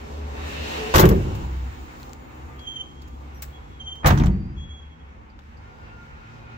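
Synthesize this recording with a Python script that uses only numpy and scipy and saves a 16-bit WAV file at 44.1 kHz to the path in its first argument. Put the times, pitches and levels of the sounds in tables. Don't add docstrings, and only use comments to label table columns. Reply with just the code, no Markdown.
import sys
import numpy as np
from scipy import signal
from scipy.fft import rfft, irfft, next_fast_len
from scipy.io import wavfile
from scipy.ndimage import uniform_filter1d

SR = 44100
rng = np.random.default_rng(int(sys.argv[2]) if len(sys.argv) > 2 else 0)


def decibels_to_gain(level_db):
    exponent = np.asarray(level_db, float) / 20
    return 10 ** exponent


def materialize(psi):
    bounded = np.clip(np.atleast_2d(psi).T, -1, 1)
    quanta = np.round(bounded * 32767).astype(np.int16)
    wavfile.write(sys.argv[1], SR, quanta)


N = 289737

# pitch in Hz, likeness from -1 to 1.
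STREET_LIKENESS = [(60, 0.83), (130, 0.95), (290, 0.67), (640, -0.54), (1410, -0.52), (3100, 0.024),
                   (6820, -0.03), (15000, -0.57)]
# pitch in Hz, likeness from -1 to 1.
VAN_LIKENESS = [(60, 0.97), (250, 0.98), (600, 0.84), (4000, 0.21)]
# multiple of the pitch, level in dB at full grip.
SQUEAL_OVERTONES = [(1, 3.5), (2, -15.5), (3, -35), (4, -53)]


def evened(x):
    return x / np.sqrt(np.mean(x ** 2) + 1e-20)


def read(points, hz):
    f, value = np.transpose(points)
    return np.interp(np.log(hz + 1), np.log(f + 1), value)


def add(mix, s, sound):
    part = mix[:, round(s * SR):][:, :sound.shape[1]]
    part += sound[:, :part.shape[1]]


def panned(x, db):
    return x * np.array([decibels_to_gain(db / 2), decibels_to_gain(-db / 2)]).reshape(2, -1)


def drift(n, hz):
    pole = np.exp(-2 * np.pi * hz / SR)
    return evened(signal.lfilter([1], [1, -2 * pole, pole ** 2], rng.standard_normal(n)))


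def slope(hz, lo_hz, hi_hz):
    return 1 / np.sqrt((1 + (lo_hz / (hz + 1)) ** 8) * (1 + (hz / hi_hz) ** 8))


def coloured(n, gain, alike=STREET_LIKENESS, lag_ms=0):
    size = next_fast_len(n)
    hz = np.fft.rfftfreq(size, 1 / SR)
    a, b = rfft(rng.standard_normal((2, size)))
    same = np.clip(read(alike, hz), -1, 1)
    late = np.exp(-2j * np.pi * hz * lag_ms / 1000)
    pair = np.array([a * late, same * a + np.sqrt(1 - same ** 2) * b])
    return evened(irfft(pair * gain(hz), size)[:, :n])


def nearness(t):
    # time in seconds, level in dB compared with the closest moment.
    traffic = [(0, -14), (.27, -13.5), (.48, -4), (.69, -1.5), (.93, 0), (1.15, -9.5), (1.45, -14),
               (1.98, -17), (2.21, -21), (3.0, -24.5), (3.35, -23.5), (3.77, -25.5), (4.6, -28),
               (4.96, -30.5), (5.3, -30.5), (5.85, -22.5), (6.25, -22.5), (6.57, -20)]
    return np.interp(t, *np.transpose(traffic))


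def street():
    # pitch in Hz, level in dB per Hz.
    street_colour = [(15, -39.5), (25, -3.5), (53, 5), (86, -0.5), (179, -17.5), (235, -8.5), (324, -15.5),
                     (620, -26.5), (769, -22.5), (981, -23), (2030, -29), (3680, -35), (6310, -42.5),
                     (7600, -50), (9300, -64), (11000, -64.5), (13500, -59.5), (15800, -58)]
    # level in dB at closest, share of nearness, change in dB once both doors are shut.
    bands = [
        (-39.5, 0.24, -1.5),
        (-35.5, 0.6, -2),
        (-39.5, 0.6, 0),
        (-42, 1, -2),
        (-50.5, 0.89, 2),
        (-45.5, 0.92, -6),
    ]
    edges_hz = [55, 450, 1100, 2800, 5000, 8500, 20000]
    t = np.arange(N) / SR
    shut = t > 4.1
    colour = lambda hz: decibels_to_gain(read(street_colour, hz))
    out = decibels_to_gain(-105) * rng.standard_normal((2, N))
    out += decibels_to_gain(-56.5) * coloured(N, lambda hz: colour(hz) * slope(hz, 20, 55))
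    streaks_db = 2.4 * rng.standard_normal(1200)
    streaks_hz = np.linspace(0, SR / 2, len(streaks_db))
    comb = lambda hz: decibels_to_gain(np.interp(hz, streaks_hz, streaks_db))
    for lo_hz, hi_hz, (db, share, shut_db) in zip(edges_hz[:-1], edges_hz[1:], bands):
        noise = coloured(N, lambda hz: colour(hz) * slope(hz, lo_hz, hi_hz) * comb(hz))
        patches_db = 1.55 * drift(N, 3.8)
        out += decibels_to_gain(db + share * nearness(t) + shut_db * shut + patches_db) * noise
    return out


def whine(start, end, from_hz, to_hz, db, spread, share, fade):
    n = round((end - start) * SR)
    hz = np.linspace(from_hz, to_hz, n)
    a, b = (drift(n, spread * from_hz) + 1j * drift(n, spread * from_hz) for _ in "ab")
    same = np.clip(read(STREET_LIKENESS, hz.mean()), -1, 1)
    pair = np.array([a, same * a + np.sqrt(1 - same ** 2) * b])
    pair = pair / (abs(pair) + 0.33) ** 0.78
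    carried = (pair * np.exp(2j * np.pi * np.cumsum(hz) / SR)).real
    near_db = share * nearness(start + np.arange(n) / SR)
    return start, decibels_to_gain(db + near_db + 4.5) * carried * signal.windows.tukey(n, np.clip(fade, 0, 1))


def turning_parts(mix):
    # start in seconds, end in seconds, first pitch in Hz,
    # last pitch in Hz, level in dB at closest.
    tyres = [(0.48, .92, 2700, 2850, -42.5), (.3, 1.5, 2580, 2800, -41.5), (0.29, .97, 1800, 1880, -44.5),
             (.35, 0.79, 3600, 4000, -46)]
    drones = [(0, 0.955, 565, 574.3, -43), (0, 3.5, 290.6, 292.7, -45.5)]
    gears = [(1, 3.4, 7230, 6740, -53), (1.2, 2.95, 15600, 15200, -48), (1.95, 2.12, 15420, 15330, -46),
             (3.02, 3.3, 15150, 15060, -54), (1.6, 2.1, 8270, 8420, -62), (4.279, 4.56, 4500, 4900, -42.5),
             (5.7, 6.1, 5500, 5500, -66)]
    idle = [(.77, .96, 430, 436, -34), (0, 1.2, 152, 154.3, -47), (0, 0.946, 226.1, 229, -47.5),
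            (0, 0.79, 416, 420.5, -43.5), (1.9, 4.1, 130.6, 146, -47), (5.5, 6.6, 149, 150, -50),
            (5, 6.605, 200, 226.7, -51.5), (5.503, 6.052, 95, 110.6, -46.5), (6.201, 6.7, 106.9, 119, -42)]
    motors = [(0.76, 1.2, 720, 780, -42.5), (5.55, 6.9, 1408, 1412, -44), (5.82, 6.05, 1411, 1410, -45),
              (5.7, 5.98, 4820, 4810, -64.5), (3.34, 3.405, 12900, 13100, -52), (4.8, 7.4, 888, 872, -49),
              (6.1, 6.5, 2465, 2480, -53.5), (6.45, 6.6, 2480, 2475, -51), (5.8, 6.0, 2720, 2720, -54),
              (1.7, 3.4, 1210, 1190, -50), (4.8, 5.05, 150, 170, -40.5), (3.34, 3.41, 5780, 5790, -51)]
    line_kinds = [
        (0.11, 0.92, 0.14),
        (0.18, 0.37, 0.081),
        (0.004, 0.88, 0.3),
        (.03, 0.26, 0.096),
        (0.005, 0.48, 0.21),
    ]
    for rows, kind in zip((tyres, drones, gears, idle, motors), line_kinds):
        for row in rows:
            add(mix, *whine(*row, *kind))


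def tone(hz, db, waver, rough_db):
    n = len(hz)
    turns = np.cumsum(hz * (1 + waver * drift(n, 27))) / SR + rng.random()
    gain = np.sqrt(2) * decibels_to_gain(db + rough_db * drift(n, 35)) * signal.windows.tukey(n, .04)
    return gain, turns


def engine(mix):
    # start in seconds, end in seconds, pitch in Hz, level in dB.
    surges = [(0, 0.063, 72, -36.5), (0.093, 0.387, 72.5, -32), (0.36, 0.532, 75, -32.5),
              (0.534, 0.688, 74.7, -34), (0.696, 0.82, 70.6, -37), (0.829, 0.948, 70.5, -45),
              (1.293, 1.49, 68, -46), (1.437, 1.74, 64.6, -27.5), (1.743, 1.84, 68, -38),
              (1.882, 2.846, 69.26, -47.5), (2.853, 3.651, 68.8, -39), (3.655, 3.803, 65, -50),
              (3.796, 4.096, 71.6, -42.5), (4.558, 4.642, 70.5, -33), (4.651, 4.776, 72.2, -39.5),
              (4.754, 4.962, 73.6, -41.5), (5.014, 5.185, 68, -43), (5.204, 5.39, 68, -53),
              (5.393, 5.7, 75.2, -47.5)]
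    for start, end, hz, db in surges:
        n = round((end - start) * SR)
        gain, turns = tone(np.full(n, hz), db, 0.005, 0.47)
        swell = np.hanning(n) ** 0.35
        add(mix, start, panned(gain * swell * np.sin(2 * np.pi * turns), .3))


def overtones(turns, level_db, harshness, full_db):
    lag = np.array([[0], [1.8]])
    harsh = lambda k: harshness * max(k - 2, 0) * (level_db + full_db)
    angle = 2 * np.pi * turns + lag
    return sum(decibels_to_gain(db + harsh(k)) * np.sin(k * angle) for k, db in SQUEAL_OVERTONES)


def grab(middle, length, hz, db, pan_db):
    n = round(length * SR)
    flutter = 0.38
    level_db = db + 10 * np.log10(np.hanning(n) + 1e-4)
    gain, turns = tone(np.full(n, hz), level_db, 0.011 * flutter, 4.3 * flutter)
    stack = overtones(turns, level_db, 1.9, 35)
    return middle - length / 2, panned(gain * stack, pan_db)


def held(rows, waver):
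    s, hz, db, pan_db = np.transpose(rows)
    t = np.arange(s[0], s[-1], 1 / SR)
    level_db = np.interp(t, s, db) - 0.5
    gain, turns = tone(np.interp(t, s, hz), level_db, waver, 1.3)
    stack = overtones(turns, level_db, 1.0, 36.5)
    return s[0], panned(gain * stack, np.interp(t, s, pan_db))


def squeal():
    # middle in seconds, length in seconds, pitch in Hz, level in dB,
    # left-right balance in dB.
    grabs = [(2.625, 0.1, 3280, -53.5, 6), (2.647, 0.058, 3130, -57, -4), (2.87, 0.057, 3210, -65, -1),
             (2.857, 0.099, 3280, -57, -1), (2.901, 0.179, 3195, -57.5, -3),
             (2.992, 0.042, 3250, -59.5, -4), (3.06, .1, 3200, -64.5, -2), (3.138, .08, 3350, -69, -2),
             (3.555, 0.075, 3314, -57.5, -9), (3.661, 0.13, 3390, -72, 2), (3.756, .12, 3340, -63.5, -4.5),
             (4.825, .04, 3300, -58.5, -1), (4.866, .05, 3318, -63, -3), (4.922, .06, 3312, -63, -1),
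             (4.962, .03, 3310, -69, -4), (5.01, .05, 3300, -68, -6), (5.09, .1, 3320, -76.5, -5)]
    # time in seconds, pitch in Hz, level in dB,
    # left-right balance in dB.
    squeals = [
        [(2.655, 3170, -61, -10), (2.677, 3178, -35.5, -7), (2.729, 3235, -44, -3), (2.735, 3160, -50.5, 11),
         (2.769, 3166, -32.5, -7), (2.783, 3110, -45, -7.5), (2.815, 3120, -31.5, -1), (2.84, 3200, -69, -4)],
        [(3.795, 3174, -58, -7), (3.805, 3197, -42.5, -5), (3.815, 3154, -40, -5), (3.837, 3143, -54, -1.5),
         (3.879, 3177, -38, 0.5), (3.905, 3144, -45, 2)],
        [(3.9, 3167, -44, 2), (3.93, 3137, -35, -2.5), (3.944, 3164, -51.5, -5), (3.96, 3150, -42.5, 1),
         (3.984, 3106, -52, -10), (3.998, 3220, -51, -6.5), (4.026, 3190, -54, -4.0), (4.035, 3165, -69, 0)],
        [(4.56, 3332, -64, 0.5), (4.584, 3310, -54, 6), (4.644, 3323, -48, 5), (4.67, 3325, -62, 1),
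         (4.71, 3313, -46.5, -4.5), (4.735, 3334, -50.5, -3), (4.772, 3314, -51, -4), (4.8, 3320, -54, -3),
         (4.814, 3320, -68, -3.5)],
    ]
    direct = np.zeros((2, N))
    for row in grabs:
        add(direct, *grab(*row))
    for rows, waver in zip(squeals, (0.0039, 0.0028, .003, 0.00083)):
        add(direct, *held(rows, waver))
    t = np.arange(round(.4 * SR)) / SR
    echoes = rng.standard_normal((2, len(t))) * decibels_to_gain(-60 * t / 0.21) * (t > .01)
    echoes *= decibels_to_gain(-10.5) / np.linalg.norm(echoes[0])
    echoes[:, 0] = 1
    return signal.fftconvolve(direct, echoes, axes=1)[:, :N]


def click(s, db, ring_hz, pan_db, tilt_db):
    hz, t = np.fft.rfftfreq(1024, 1 / SR), np.arange(512) / SR
    chips = 0.26 * rng.standard_normal((2, len(t))) * decibels_to_gain(-60 * t / .006)
    chips[:, 0] = 1
    colour = decibels_to_gain(tilt_db * np.log2((hz + 200) / 4000)) * slope(hz, 700, 16000)
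    colour = colour * decibels_to_gain(-10 / (1 + ((hz - 9800) / 1500) ** 4))
    colour = colour * (1 + 3.0 / (1 + 2j * (hz - ring_hz) / 900))
    sound = np.roll(irfft(rfft(chips, 1024) * colour), 64, 1)
    return s - 64 / SR, panned(decibels_to_gain(db) * sound / abs(sound).max(), pan_db)


def knock(s, db, ring_hz, pan_db, tilt_db, t60, ring_gain=0.87, chatter_db=0.0, tail_db=-24):
    # pitch in Hz, level in dB per Hz.
    crack = [(350, -34), (600, -7.5), (943, -6.5), (1220, -3), (1310, -9.5), (1480, -2.5), (1820, -10.5),
             (4130, -14.5), (4740, -14), (7240, -16), (9020, -25.5), (13800, -23.5), (15800, -23.5)]
    t = np.arange(round(.2 * SR)) / SR
    bright_hz = 15500 if s > 3 else 13400
    bump = lambda hz, at_hz, width: 1 / (1 + ((hz - at_hz) / width) ** 2)
    ring = lambda hz: 1 + ring_gain * bump(hz, ring_hz, 250) + 1.9 * bump(hz, bright_hz, 910)
    lean = lambda hz: tilt_db * (np.log2((hz + 50) / 4000) + (hz / 11000) ** 2)
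    colour = lambda hz: decibels_to_gain(read(crack, hz) + lean(hz)) * ring(hz)
    chatter = decibels_to_gain(chatter_db * drift(len(t), 300))
    dying = decibels_to_gain(-60 * t / max(t60, .008)) + 0.508 * decibels_to_gain(-60 * t / 0.0069)
    tail = decibels_to_gain(tail_db - 60 * t / 0.56)
    shape = (1 - np.exp(-t / 0.0011)) * (chatter * dying + tail)
    shape *= np.minimum((t[-1] - t) / 0.1, 1)
    return s, panned(decibels_to_gain(db - 5.0) * shape * coloured(len(t), colour, VAN_LIKENESS, 0.301), pan_db)


def small_parts(mix):
    # time in seconds, peak in dB, ringing pitch in Hz,
    # left-right balance in dB, brightness in dB per octave.
    taps = [(1.9984, -45, 4250, 8, -1.5), (2.592, -44, 4400, -8, -2.3), (3.017, -45, 4650, -4, 0),
            (3.0779, -50, 6800, -10, 2.5), (3.4211, -22, 7700, 4, 3.5), (3.4225, -32.5, 2250, -5, 1),
            (5.39, -45.5, 3600, 6, -3.5), (3.4375, -37.5, 7600, -1, -0.5), (3.9544, -48, 3600, -7, 0)]
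    rattles = [(1.0054, -18, 7500, -6, 2.5), (1.0254, -24, 3450, -3, 1), (1.054, -17.5, 3040, 5, 1.5),
               (1.060, -27, 3500, 4, -2), (1.089, -17, 2100, 5.5, 3), (1.1124, -23.5, 5500, 7, -4.5),
               (4.1744, -22, 6200, -6.5, -3), (4.184, -26, 6000, -3, -2.5), (4.1979, -24, 3570, 0.5, -2.5),
               (4.2069, -26, 2600, -4, -4), (4.2189, -25.5, 2200, 0, -4.5), (4.235, -23, 6360, -5.5, -4.5),
               (4.244, -25.5, 6000, -3, -5.5), (4.2593, -28.5, 7400, -5, -1), (4.267, -28.5, 3000, -7, -3)]
    ticks = [(4.1395, -33, 12000, -2, 4), (1.0555, -14, 2100, 3.5, 2), (1.0895, -11, 13800, 2, 5),
             (4.0605, -7.5, 2000, -3, -1.5), (4.0625, -0.5, 820, -3, -9)]
    clicks = [(2.0309, -29, 4180, 3, -1), (2.062, -49, 12100, 6, 3), (2.095, -39, 5000, 9, -6),
              (2.133, -28, 7200, 14, -3.5), (2.1365, -42, 15300, 6, 6), (3.018, -44, 4650, -4, 1),
              (3.078, -42, 6800, -6, 2), (3.4232, -24, 7700, 7, 7), (3.427, -24, 15000, 4, 6),
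              (5.3946, -53, 3740, 4, -1), (5.402, -47, 1100, 4, -6), (5.42, -52, 3500, 3, -4),
              (5.439, -46, 1700, 0, -3), (4.2385, -23.5, 2100, -5, -6), (4.2593, -28, 8000, -4, -2),
              (4.198, -25, 3500, -4, -5), (4.175, -34, 6200, -5, -3), (.9563, -10, 6000, 4, 1),
              (.9952, -11, 14200, 2, 3), (1.0055, -14, 7500, 0, 0), (1.0145, -16, 2504, 2, -2),
              (1.054, -18, 2100, 3, 0), (1.09, -17, 13500, 4, 3), (4.0596, -10, 2100, -2, -4),
              (4.0744, -14.5, 7300, -4, -3)]
    # time in seconds, peak in dB, ringing pitch in Hz.
    pings = [(5.296, -53.5, 4700), (5.57, -52, 4750), (5.68, -67, 4820), (6.07, -70, 4880),
             (6.385, -62.5, 4820)]
    for row in taps:
        add(mix, *knock(*row, 0.063, ring_gain=2.4, chatter_db=4.5, tail_db=-24.5))
    for row in rattles:
        add(mix, *knock(*row, .05, ring_gain=2.5, chatter_db=1.5, tail_db=-26.5))
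    for row in ticks:
        add(mix, *knock(*row, 0.0082, ring_gain=1.6, chatter_db=0.0, tail_db=-36))
    for row in clicks:
        add(mix, *click(*row))
    for s, db, hz in pings:
        add(mix, *knock(s, db, hz, 0, -1.6, 0.078, ring_gain=19, chatter_db=3.0, tail_db=-28.5))


def thumps(mix):
    # time in seconds, peak in dB, pitch in Hz, time in seconds to die by 60 dB.
    panel_swings = [(.948, -8.5, 68, .25), (1.005, -13.5, 374, .25), (1.02, -11, 169, 0.22),
                    (4.054, -8, 75, .1), (4.058, -7.5, 150, 0.063), (4.092, -6.5, 61.7, .16),
                    (4.19, -14, 110, .3), (4.33, -20, 189.9, 0.38), (.945, -17.5, 32, .4),
                    (1.09, -14, 105.3, 0.33), (1.12, -18, 371, .2), (4.112, -7.5, 139.3, 0.18),
                    (4.158, -13, 151.4, 0.26), (4.266, -12.5, 186.5, .25)]
    t = np.arange(round(.35 * SR)) / SR
    for s, db, hz, t60 in panel_swings:
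        swing = np.sin(2 * np.pi * hz * (t - 0.1 * t ** 2))
        swing *= (1 - np.exp(-t / 0.004)) * decibels_to_gain(db - 60 * t / t60)
        add(mix, s, panned(swing * np.minimum((t[-1] - t) / .05, 1), 0))


def modes(hz, table, sharp):
    return sum(decibels_to_gain(db) / (1 + 2j * (hz - f) / (w * sharp)) for f, w, db in table)


def steadied(x, seconds):
    power = uniform_filter1d((x ** 2).mean(0), round(seconds * SR))
    return x / np.sqrt(power + 0.19)


def shaking(blows, share, trim_db, rise, t60, tail_db, stretch):
    s, db, heft_db = np.transpose(blows)[:, :, None]
    u = np.maximum(np.arange(round(.9 * SR)) / SR - (s - s[0]), 0)
    each = (1 - np.exp(-u / rise)) * decibels_to_gain(db + share * heft_db + trim_db)
    dying = decibels_to_gain(-60 * u / t60)
    tail = decibels_to_gain(tail_db - 60 * u / (t60 * stretch))
    return np.sqrt((each ** 2 * (dying ** 2 + tail ** 2)).sum(0))


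def door(blows, parts, panel, frame):
    tail_stretch = (5.18, 3.14, 2.7, 2.6)
    booming, ringing, clanging, shuddering = (
        shaking(blows, *part, stretch) for part, stretch in zip(parts, tail_stretch))
    n = len(booming)
    boom_colour = lambda hz: (modes(hz, panel, 0.93) + decibels_to_gain(-24.5)) * slope(hz, 42, 132) ** .7
    ring_colour = lambda hz: (modes(hz, panel, 1.48) + decibels_to_gain(-23.0)) * slope(hz, 83, 275)
    clang_colour = lambda hz: (modes(hz, panel, 1.1) + decibels_to_gain(-14.5)) * slope(hz, 280, 520) ** .6
    shudder_colour = lambda hz: (modes(hz, frame, 1.0) + decibels_to_gain(-7.5)) * slope(hz, 480, 1900)
    boom = coloured(n, boom_colour, VAN_LIKENESS, 0.35)
    ring = coloured(n, ring_colour, VAN_LIKENESS, 0.4)
    clang = coloured(n, clang_colour, VAN_LIKENESS, 0.45)
    shudder = coloured(n, shudder_colour, VAN_LIKENESS, 0.37)
    shaken = booming * steadied(boom, 0.024) + ringing * steadied(ring, 0.021)
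    shaken += clanging * steadied(clang, 0.014) + shuddering * steadied(shudder, 0.02)
    return blows[0][0], shaken * np.minimum(np.arange(n)[::-1] / (0.15 * SR), 1)


def slams(mix):
    # time in seconds, strength in dB, heft in dB (more boom, less shudder).
    door_blows = [
        [(.938, -21.5, -5), (.951, -13, 0.5), (.964, -17.5, -2), (.985, -11.5, -2), (1.028, -8, 0),
         (1.1, -14, 2.5), (1.148, -23.5, 5), (1.26, -32.5, 9)],
        [(4.03, -37, -6), (4.0435, -18.5, -5.5), (4.058, -13, -2.5), (4.1, -12, 4.5), (4.125, -24.5, 5),
         (4.195, -13.5, 6.5), (4.235, -20.5, 16.5), (4.272, -18, 10)],
    ]
    # share of heft, trim in dB,
    # rise in seconds, time in seconds to die by 60 dB, late tail in dB.
    door_parts = [
        [(0.9, -3.5, 0.0053, 0.43, -13.5), (0.68, -1, 0.0073, 0.39, -13), (0.06, -1.5, 0.0043, 0.3, -17.5),
         (-3, -4, .004, 0.17, -19)],
        [(0.37, 1.2, 0.0032, 0.2, -10.5), (0.24, -3, 0.0083, 0.32, -9), (-0.34, -9, 0.0053, 0.3, -12.5),
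         (-1.6, -4, .004, 0.22, -14.5)],
    ]
    # pitch in Hz, width in Hz, level in dB.
    panels = [
        [(57.4, 7.4, -1.5), (70.7, 9.3, 0.5), (96.4, 11, 2.5), (132, 5.7, -1.5), (156, 52, -5), (194, 5.9, -5),
         (233.6, 20, -15.5), (310, 53, -16.5), (338.6, 25, -4), (371.7, 14, 1.5), (434, 13, -5.5)],
        [(36, 14, -19), (53.7, 23, 7), (68, 30, 1), (94, 16.6, 2), (128, 76, -7), (145, 27, 6),
         (190.7, 9.3, 1.5), (210, 23, -4), (246, 11, -31), (305, 17, 1.5), (343, 24, -8.5)],
    ]
    # pitch in Hz, width in Hz, level in dB.
    frames = [
        [(519, 25, 2.5), (568, 24, 0), (875, 40, 1), (1100, 100, -0.5), (1515, 43, -9), (1880, 67, -16)],
        [(514, 11, -5), (750, 97, 0.5), (923, 7.9, 11.5), (1210, 45, -20), (1220, 16, -1), (1890, 190, -8.5)],
    ]
    # time in seconds, peak in dB, ringing pitch in Hz,
    # left-right balance in dB, brightness in dB per octave.
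    door_knocks = [
        [(0.9388, -9.5, 3700, 2.5, -3), (0.945, -8.5, 1100, -1.5, -1.5), (0.9558, -7, 3100, 5, 0),
         (0.9634, -11, 3250, 0, 5.5), (0.9795, -8.5, 3325, 7.5, -0.5), (0.9954, -7, 4040, 5, 2.5),
         (1.0024, -13, 7530, -1, 4.5), (1.0146, -11.5, 3310, 1, -5), (1.3494, -36, 2900, 2.5, 0.3)],
        [(4.0438, -17, 1200, -3, -6.5), (4.0592, -9.5, 3080, 2, -1), (4.0702, -11, 2940, 2, 2),
         (4.0744, -14, 7300, -6, -3.5), (4.0854, -15, 3900, -8, -4.5), (4.1041, -11.5, 3340, -8, -4.5),
         (4.1172, -15, 3460, -9, -11.5)],
    ]
    knock_t60 = (0.085, 0.075)  # seconds, one a door
    tables = zip(door_blows, door_parts, panels, frames, door_knocks, knock_t60)
    for blows, parts, panel, frame, knocks, t60 in tables:
        add(mix, *door(blows, parts, panel, frame))
        for row in knocks:
            add(mix, *knock(*row, t60))


def scene():
    mix = street() + squeal()
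    turning_parts(mix)
    engine(mix)
    small_parts(mix)
    thumps(mix)
    slams(mix)
    return mix


def low_pass(x):
    return signal.sosfilt(signal.butter(12, 16820, fs=SR, output="sos"), x)


def record(dry):
    size = next_fast_len(N)
    hz = np.fft.rfftfreq(size, 1 / SR)
    shelf = decibels_to_gain(-40 / (1 + np.exp((15880 - hz) / 40)))
    loud = irfft(rfft(dry, size) * shelf, size)[:, :N]
    bent = loud / (1 + abs(loud / 1.3) ** 4) ** .25
    return low_pass(np.clip(bent, -1, 1))


dry = scene()
out = record(dry)
materialize(out)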